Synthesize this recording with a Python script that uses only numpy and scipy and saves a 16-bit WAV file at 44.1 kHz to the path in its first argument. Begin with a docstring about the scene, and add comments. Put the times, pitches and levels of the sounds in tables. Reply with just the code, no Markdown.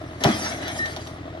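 """A log on a logging cable cracks against a hillside, thuds, and slides on through dry brushwood,
rustling and fading. Twigs snap, the running cable sings and scrapes, and the rigging squeaks.
In the background an eight-cylinder diesel idles unevenly over faint outdoor air.
Heard from a stereo microphone on the slope; the sound reaches its left port slightly before the right."""
import sys
import numpy as np
from scipy import signal
from scipy.fft import rfft, irfft, next_fast_len
from scipy.io import wavfile
from scipy.ndimage import map_coordinates

SR = 44100
rng = np.random.default_rng(int(sys.argv[2]) if len(sys.argv) > 2 else 0)


def waveform_to_disk(signal):
    """Save audio, clipped to [-1, 1], as 16-bit WAV at the path in sys.argv[1]."""
    frames = np.transpose(np.atleast_2d(signal))
    scaled = np.clip(frames, -1, 1) * 32767
    samples = np.round(scaled).astype(np.int16)
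    wavfile.write(sys.argv[1], SR, samples)


N = 61739


def log_blows():
    """The log strikes the slope: hard contacts ring its upper modes, soft ground its lowest."""
    # blows and the spectrum of each contact: start_s, level_db, centre_hz, width_octaves
    blows = [(.2155, -18, 475, 0.75), (.2412, -9.5, 700, 0.43), (.2486, -4.5, 646, 0.6),
             (0.2542, -8, 376, 0.27), (0.2584, -2.5, 149, .6), (.265, -5.5, 140, 0.36),
             (0.2716, -12, 443, .7), (0.2867, -7, 310, .25), (0.2931, -5, 210, 0.19),
             (0.3029, -15, 220, 0.28), (0.3231, -18, 270, 0.43), (.343, -15, 168, 0.58),
             (.9682, -23, 710, 0.4)]
    # modes of the log: pitch_hz, level_db, t60_s
    modes = [(153, 4.5, 0.035), (218.5, 2, 0.084), (315, 2, 0.091), (388, -0.5, 0.061), (639, -7, 0.1),
             (675, 5.5, 0.033), (782, -2.5, 0.044), (977, -1.5, 0.061), (1400, 2, 0.15)]
    attack_s = 0.0018
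    out = np.zeros(N)
    for start_s, blow_db, centre_hz, octaves in blows:
        t = since(start_s)
        attack = 1 - np.exp(-t / attack_s)
        for hz, mode_db, t60 in modes:
            weight = np.exp(-np.log2(hz / centre_hz) ** 2 / (2 * octaves ** 2)) / 2
            swing = np.sin(2 * np.pi * hz * t * (1 + rng.normal(0, 0.0041)))
            decay = amp(blow_db + mode_db + rng.normal(0, 1) - 60 * t / t60)
            out += weight * attack * decay * swing
    return out


def wood_cracks():
    """Dry wood splits in short bursts that ring in the treble, each with its own brightness."""
    # cracks: start_s, peak_db, t60_s, treble_edge_hz
    cracks = [(0.2081, -31, .02, 4000), (.2377, -4.5, 0.006, 5850), (0.2396, -2.5, 0.003, 9000),
              (0.2413, -12.5, .007, 6000), (0.2433, -7.5, 0.011, 3170), (0.437, -32, .023, 3500),
              (0.6804, -17.5, 0.015, 6000), (0.857, -22.5, 0.069, 3520), (0.9633, -19.5, 0.017, 3000),
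              (0.969, -26, 0.048, 2600), (1.071, -28.5, 0.038, 4530)]
    # resonances of splintering wood: pitch_hz, width_hz, level_db
    splinter = [(730, 330, 3), (1410, 440, -8), (2250, 400, -3), (3240, 380, 1.5), (3740, 450, 6.5),
                (4410, 350, 5), (5510, 560, 5), (6600, 200, -1.5), (7320, 79, -20), (10520, 420, 4.5),
                (12070, 910, 3.5)]
    out = np.zeros((2, N))
    for start_s, peak_db, t60, edge_hz in cracks:
        t = since(start_s)
        burst = noise() * (t > 0) * amp(-60 * t / t60)
        ring = ringing(burst, splinter)
        crack = spread(filtered(ring, lambda hz: 1 / (1 + 1j * hz / edge_hz) ** 2))
        out += amp(peak_db) * crack / abs(crack).max()
    return out


def brush_crush():
    """Brushwood gives way under the landing log."""
    # spectrum of the crush: frequency_hz, level_db
    spectrum = [(30, -42), (80, -15), (140, -17), (230, -2.5), (340, -2), (520, -16.5), (680, -3),
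                (950, -8.5), (1900, -15.5), (2600, -16), (3400, -42), (8000, -43), (13000, -65)]
    level_db, rise_s, t60_s = -19, 0.0054, 0.39
    t = since(start_s=0.2387)
    envelope = amp(level_db - 60 * t / t60_s) * (1 - np.exp(-t / rise_s))
    return envelope * coloured(twig_fractures(), spectrum)


def log_slide():
    """The log drags through twigs in small jerks while the cable sings."""
    # course of the slide: time_s, rustle_db, treble_db
    course = [(.195, -54, -60.5), (.21, -37, -48.5), (.235, -37, -56), (0.253, -24, -42.5),
              (.34, -28.5, -36.5), (.41, -34.5, -37.5), (0.454, -29, -35.5), (.52, -31.5, -42),
              (0.612, -35, -49.5), (.69, -31.5, -46), (.73, -34, -42.5), (.78, -37.5, -41),
              (.82, -39, -49.5), (0.863, -35, -46.5), (.92, -41, -46.5), (.98, -42, -54.5),
              (1.07, -47.5, -48.5), (1.18, -57, -65.5), (1.39, -85, -89)]
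    # spectrum of the rustle: frequency_hz, level_db
    rustle = [(100, -29), (240, 12), (480, 2.5), (660, 11.5), (950, 3), (1400, 2.5), (2000, 6), (2700, -7),
              (3300, -1.5), (4800, -10.5), (5800, -30), (7000, -63), (9000, -59)]
    # spectrum of its treble fizz: frequency_hz, level_db
    fizz = [(3000, 4.5), (5500, 3), (6600, 2), (8000, -9), (9000, 1), (10600, -1), (11300, -12),
            (12500, -9), (13500, -54)]
    times, rustle_db, treble_db = np.transpose(course)
    jerk_db = 1.66
    level, treble = (amp(np.interp(since(0), times, db) + jerk_db * wobble(58.68))
                     for db in (rustle_db, treble_db))
    return level * (cable_song() + coloured(friction(), rustle)) + treble * coloured(friction(), fizz)


def friction():
    """Breaking twigs and scraping steel in equal parts."""
    return unit(twig_fractures()) + strand_scrapes()


def twig_fractures():
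    """Twigs break in dense tiny clicks of uneven size."""
    clicks_per_s, spread_db = 9000, 1.5
    sizes = noise() * amp(spread_db * rng.standard_normal(N))
    return shifting_contact(sizes * (rng.random(N) < clicks_per_s / SR))


def shifting_contact(pair):
    """Narrow bands swell and fade on their own as the points of contact shift."""
    swell_db, width_hz, length_s = 4.5, 100, .08
    hz, t, bands = signal.stft(pair, SR, nperseg=1024)
    smooth = lambda axis, width: np.exp(-(2 * (axis[:, None] - axis) / width) ** 2)
    swells = smooth(hz, width_hz) @ rng.standard_normal(bands.shape[1:]) @ smooth(t, length_s)
    depth = np.interp(hz, [500, 4000], [.4, 1])[:, None]  # shallower in the bass
    gain = amp(swell_db * depth * np.clip(unit(swells), -2, 2))
    return signal.istft(bands * gain, SR, nperseg=1024)[1][:, :N]


def cable_song():
    """The running cable sings faintly at its narrow resonances."""
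    # cable resonances: pitch_hz, width_hz, level_db
    resonances = [(1842, 57, 13.5), (2700, 22, -25), (3940, 36, 11.5), (5030, 40, -13), (5770, 66, 11),
                  (6360, 55, 3.5), (7570, 48, 0), (10660, 72, -3)]
    return amp(-9) * spread(ringing(noise(), resonances))


def strand_scrapes():
    """Strands of the cable catch and ring: many brief, rough, slightly falling tones, rms 1."""
    scrapes_per_s, fade_s, spread_db = 340, .016, 12
    range_hz, width_hz, sag_octaves_per_s = (4500, 12800), 25, .2
    out = np.zeros((2, N))
    for when, pitch, size, side in rng.random((int(scrapes_per_s * N / SR), 4)):
        t = (np.arange(N) - when * N) / SR
        near = abs(t) < 2 * fade_s
        hz = np.interp(pitch, [0, 1], range_hz) * 2 ** (-sag_octaves_per_s * t[near])
        rasp = np.sqrt(2 * np.pi * width_hz / SR) * rng.standard_normal(len(hz))
        tone = np.exp(-(t[near] / fade_s) ** 2) * np.sin(np.cumsum(2 * np.pi * hz / SR + rasp))
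        pan = [np.cos(2 * np.pi * side), np.sin(2 * np.pi * side)]
        out[:, near] += amp(spread_db * size) * np.outer(pan, tone)
    return unit(out)


def rigging_squeaks():
    """Steel rubs on steel in short wavering tones; most sag in pitch."""
    # squeaks: start_s, hold_s, pitch_hz, level_db, sag_octaves_per_s
    squeaks = [(.241, .008, 5310, -34.5, 1.8), (.305, 0.032, 3387, -33, 1.6),
               (.392, 0.043, 5920, -35, 0.79), (.398, 0.02, 7000, -42, 1.1), (.435, 0.028, 1315, -35.5, 0),
               (0.438, 0.028, 5850, -32, .8), (.455, 0.014, 4920, -37.5, .9), (.695, 0.016, 1830, -40, 0),
               (0.788, 0.054, 1843, -21.5, 0.17), (.79, 0.048, 3950, -42.5, 0)]
    attack_s, t60_s, waver = .005, .22, .0016
    out = np.zeros(N)
    for start_s, hold_s, hz, db, sag in squeaks:
        t = since(start_s)
        pitch = hz * 2 ** (-sag * t) * (1 + waver * wobble(118.7))
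        envelope = np.minimum(t / attack_s, 1) * amp(-60 * since(start_s + hold_s) / t60_s)
        out += envelope * amp(db + wobble(49.4)) * np.sin(2 * np.pi * np.cumsum(pitch) / SR)
    return out


def hillside_tail(hits):
    """The hillside scatters a short diffuse tail back to the microphone."""
    relative_db, t60_s = -10, .3
    t = np.arange(SR // 2) / SR
    scatter = rng.standard_normal((2, len(t))) * amp(-60 * t / t60_s)
    return amp(relative_db) * hits.std() * spread(signal.fftconvolve(hits, scatter, axes=1)[:, :N])


def diesel_idle():
    """Every firing gives an exhaust thump, a bark in the pipe and a burst of clatter."""
    # one engine cycle, a row per cylinder: thump_db, bark_db, clatter_db
    cylinders = [(-8, -7, -2.5), (-7.5, 3, 2), (-9, 0, -4.5), (-10.5, 4.5, 2.5), (-11.5, -10.5, -5),
                 (-.5, 3.5, -2.5), (-14, -2, -15), (-3, -3, -2.5)]
    # spectrum of the pipe's bark: frequency_hz, level_db
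    bark_spectrum = [(60, -18), (130, 0.5), (200, -24.5), (255, 0), (325, 1), (450, -12), (530, -28),
                     (900, -48.5)]
    # spectrum of the clatter: frequency_hz, level_db
    clatter_spectrum = [(300, -11.5), (520, -9.5), (630, 6), (780, -6), (920, -9.5), (1250, -5),
                        (2000, -30), (2600, -20), (3800, -19.5), (6000, -57), (12500, -60)]
    # response that shapes the thump: frequency_hz, gain_db
    exhaust = [(20, -44), (55, -3.0), (72, -42), (84, -1.5), (100, 9.5), (160, 3), (300, 12.5)]
    cycle_s, first_firing_s, thump_s = .0954, 0.00825, 0.0027
    burst_lead_s, rise_s, decay_s = 0.00617, 0.00014, 0.0091
    t = since(0)
    thump, bark, clatter = np.zeros((3, N))
    for firing in range(int(N / SR / cycle_s + 1) * len(cylinders)):
        thump_db, bark_db, clatter_db = cylinders[firing % len(cylinders)] + rng.normal(0, 0.34, 3)
        offset = t - first_firing_s - firing * cycle_s / len(cylinders)
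        near = abs(offset) < cycle_s / 2
        age = np.maximum(offset[near] + burst_lead_s, 0)
        burst = np.exp(-age / decay_s) * (1 - np.exp(-age / rise_s))
        thump[near] += amp(thump_db) * np.exp(-(offset[near] / thump_s) ** 2)
        bark[near] += amp(bark_db) * burst
        clatter[near] += amp(clatter_db) * burst
    thump = filtered(thump, lambda hz: amp(along(exhaust, hz)))
    bark = coloured(bark * noise(), bark_spectrum)
    clatter = coloured(clatter * noise(), clatter_spectrum)
    return amp(-24) * thump + amp(-41.5) * (bark + clatter)


def outdoor_air():
    """A faint, steady rumble and hiss."""
    # spectrum of the air: frequency_hz, level_db
    spectrum = [(15, -49), (25, -1.5), (87, -15), (326, -7), (498, -9.5), (649, -29), (1920, -11),
                (2640, -22), (5110, -28), (11900, -49), (14000, -82)]
    return amp(-45.5) * coloured(noise(), spectrum)


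def amp(db):
    """Decibels to gain."""
    return 10 ** (np.asarray(db) / 20)


def unit(x):
    """Scale to rms 1."""
    return x / np.sqrt(np.mean(x ** 2) + 1e-20)


def along(points, hz):
    """Interpolate (frequency_hz, value) points on a log axis."""
    knots_hz, values = np.transpose(points)
    return np.interp(np.log(hz + 1), np.log(knots_hz + 1), values)


def since(start_s):
    """Seconds after start_s, zero before."""
    return np.maximum(np.arange(N) / SR - start_s, 0)


def noise():
    """Two white noises."""
    return rng.standard_normal((2, N))


def wobble(knots_per_s):
    """A smooth random curve."""
    knots = rng.standard_normal(int(N * knots_per_s / SR) + 4)
    return map_coordinates(knots, [np.arange(N) * knots_per_s / SR])


def filtered(x, response):
    """Filter x by a complex response of frequency."""
    size = next_fast_len(N + SR // 2)
    return irfft(rfft(x, size) * response(np.fft.rfftfreq(size, 1 / SR)), size)[..., :N]


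def ringing(x, peaks):
    """Pass x through parallel resonances."""
    return filtered(x, lambda hz: sum(amp(db) * 1j * hz * width / (pitch ** 2 - hz ** 2 + 1j * hz * width)
                                      for pitch, width, db in peaks))


def spread(pair):
    """Two unrelated signals become partly alike left and right, rms 1."""
    # likeness at the two ports: frequency_hz, correlation
    likeness = [(100, 1), (170, 0.97), (300, 0.97), (650, 0.76), (1200, 0.17), (2500, 0.63), (6000, 0.25),
                (12000, 0.073)]
    turn = lambda hz: np.arccos(np.clip(along(likeness, hz), -1, 1)) / 2
    mid, side = filtered(pair, lambda hz: np.array([np.cos(turn(hz)), np.sin(turn(hz))]))
    return unit(np.array([mid + side, mid - side]))


def coloured(pair, spectrum):
    """Stereo sound of rms 1, shaped by the given spectrum."""
    return spread(filtered(pair, lambda hz: amp(along(spectrum, hz))))


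def scene():
    """Log, rigging and engine reach the left port a little earlier and louder than the right."""
    # balance of the ports: frequency_hz, left_over_right_db
    balance = [(200, 0), (550, 2), (1100, 3), (2200, 1.5), (5000, 0.3), (9000, 0), (12500, 0.5)]
    left_lead_s, sides = .00023, np.array([[.5], [-.5]])
    hits = wood_cracks() + log_blows()
    log = hits + hillside_tail(hits) + brush_crush() + log_slide()
    mix = log + rigging_squeaks() + diesel_idle() + outdoor_air()
    lead = lambda hz: np.exp(2j * np.pi * hz * left_lead_s * sides)
    return filtered(mix, lambda hz: amp(sides * along(balance, hz)) * lead(hz))


def record(dry):
    """The microphone thins the deepest bass and cuts the top treble steeply."""
    low_cut_hz, top_hz = 30, 13300
    thinned = filtered(dry, lambda hz: (1j * hz / (low_cut_hz + 1j * hz)) ** 2)
    return filtered(thinned, lambda hz: 1 / np.sqrt(1 + (hz / top_hz) ** 80))


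dry = scene()
out = record(dry)
waveform_to_disk(out)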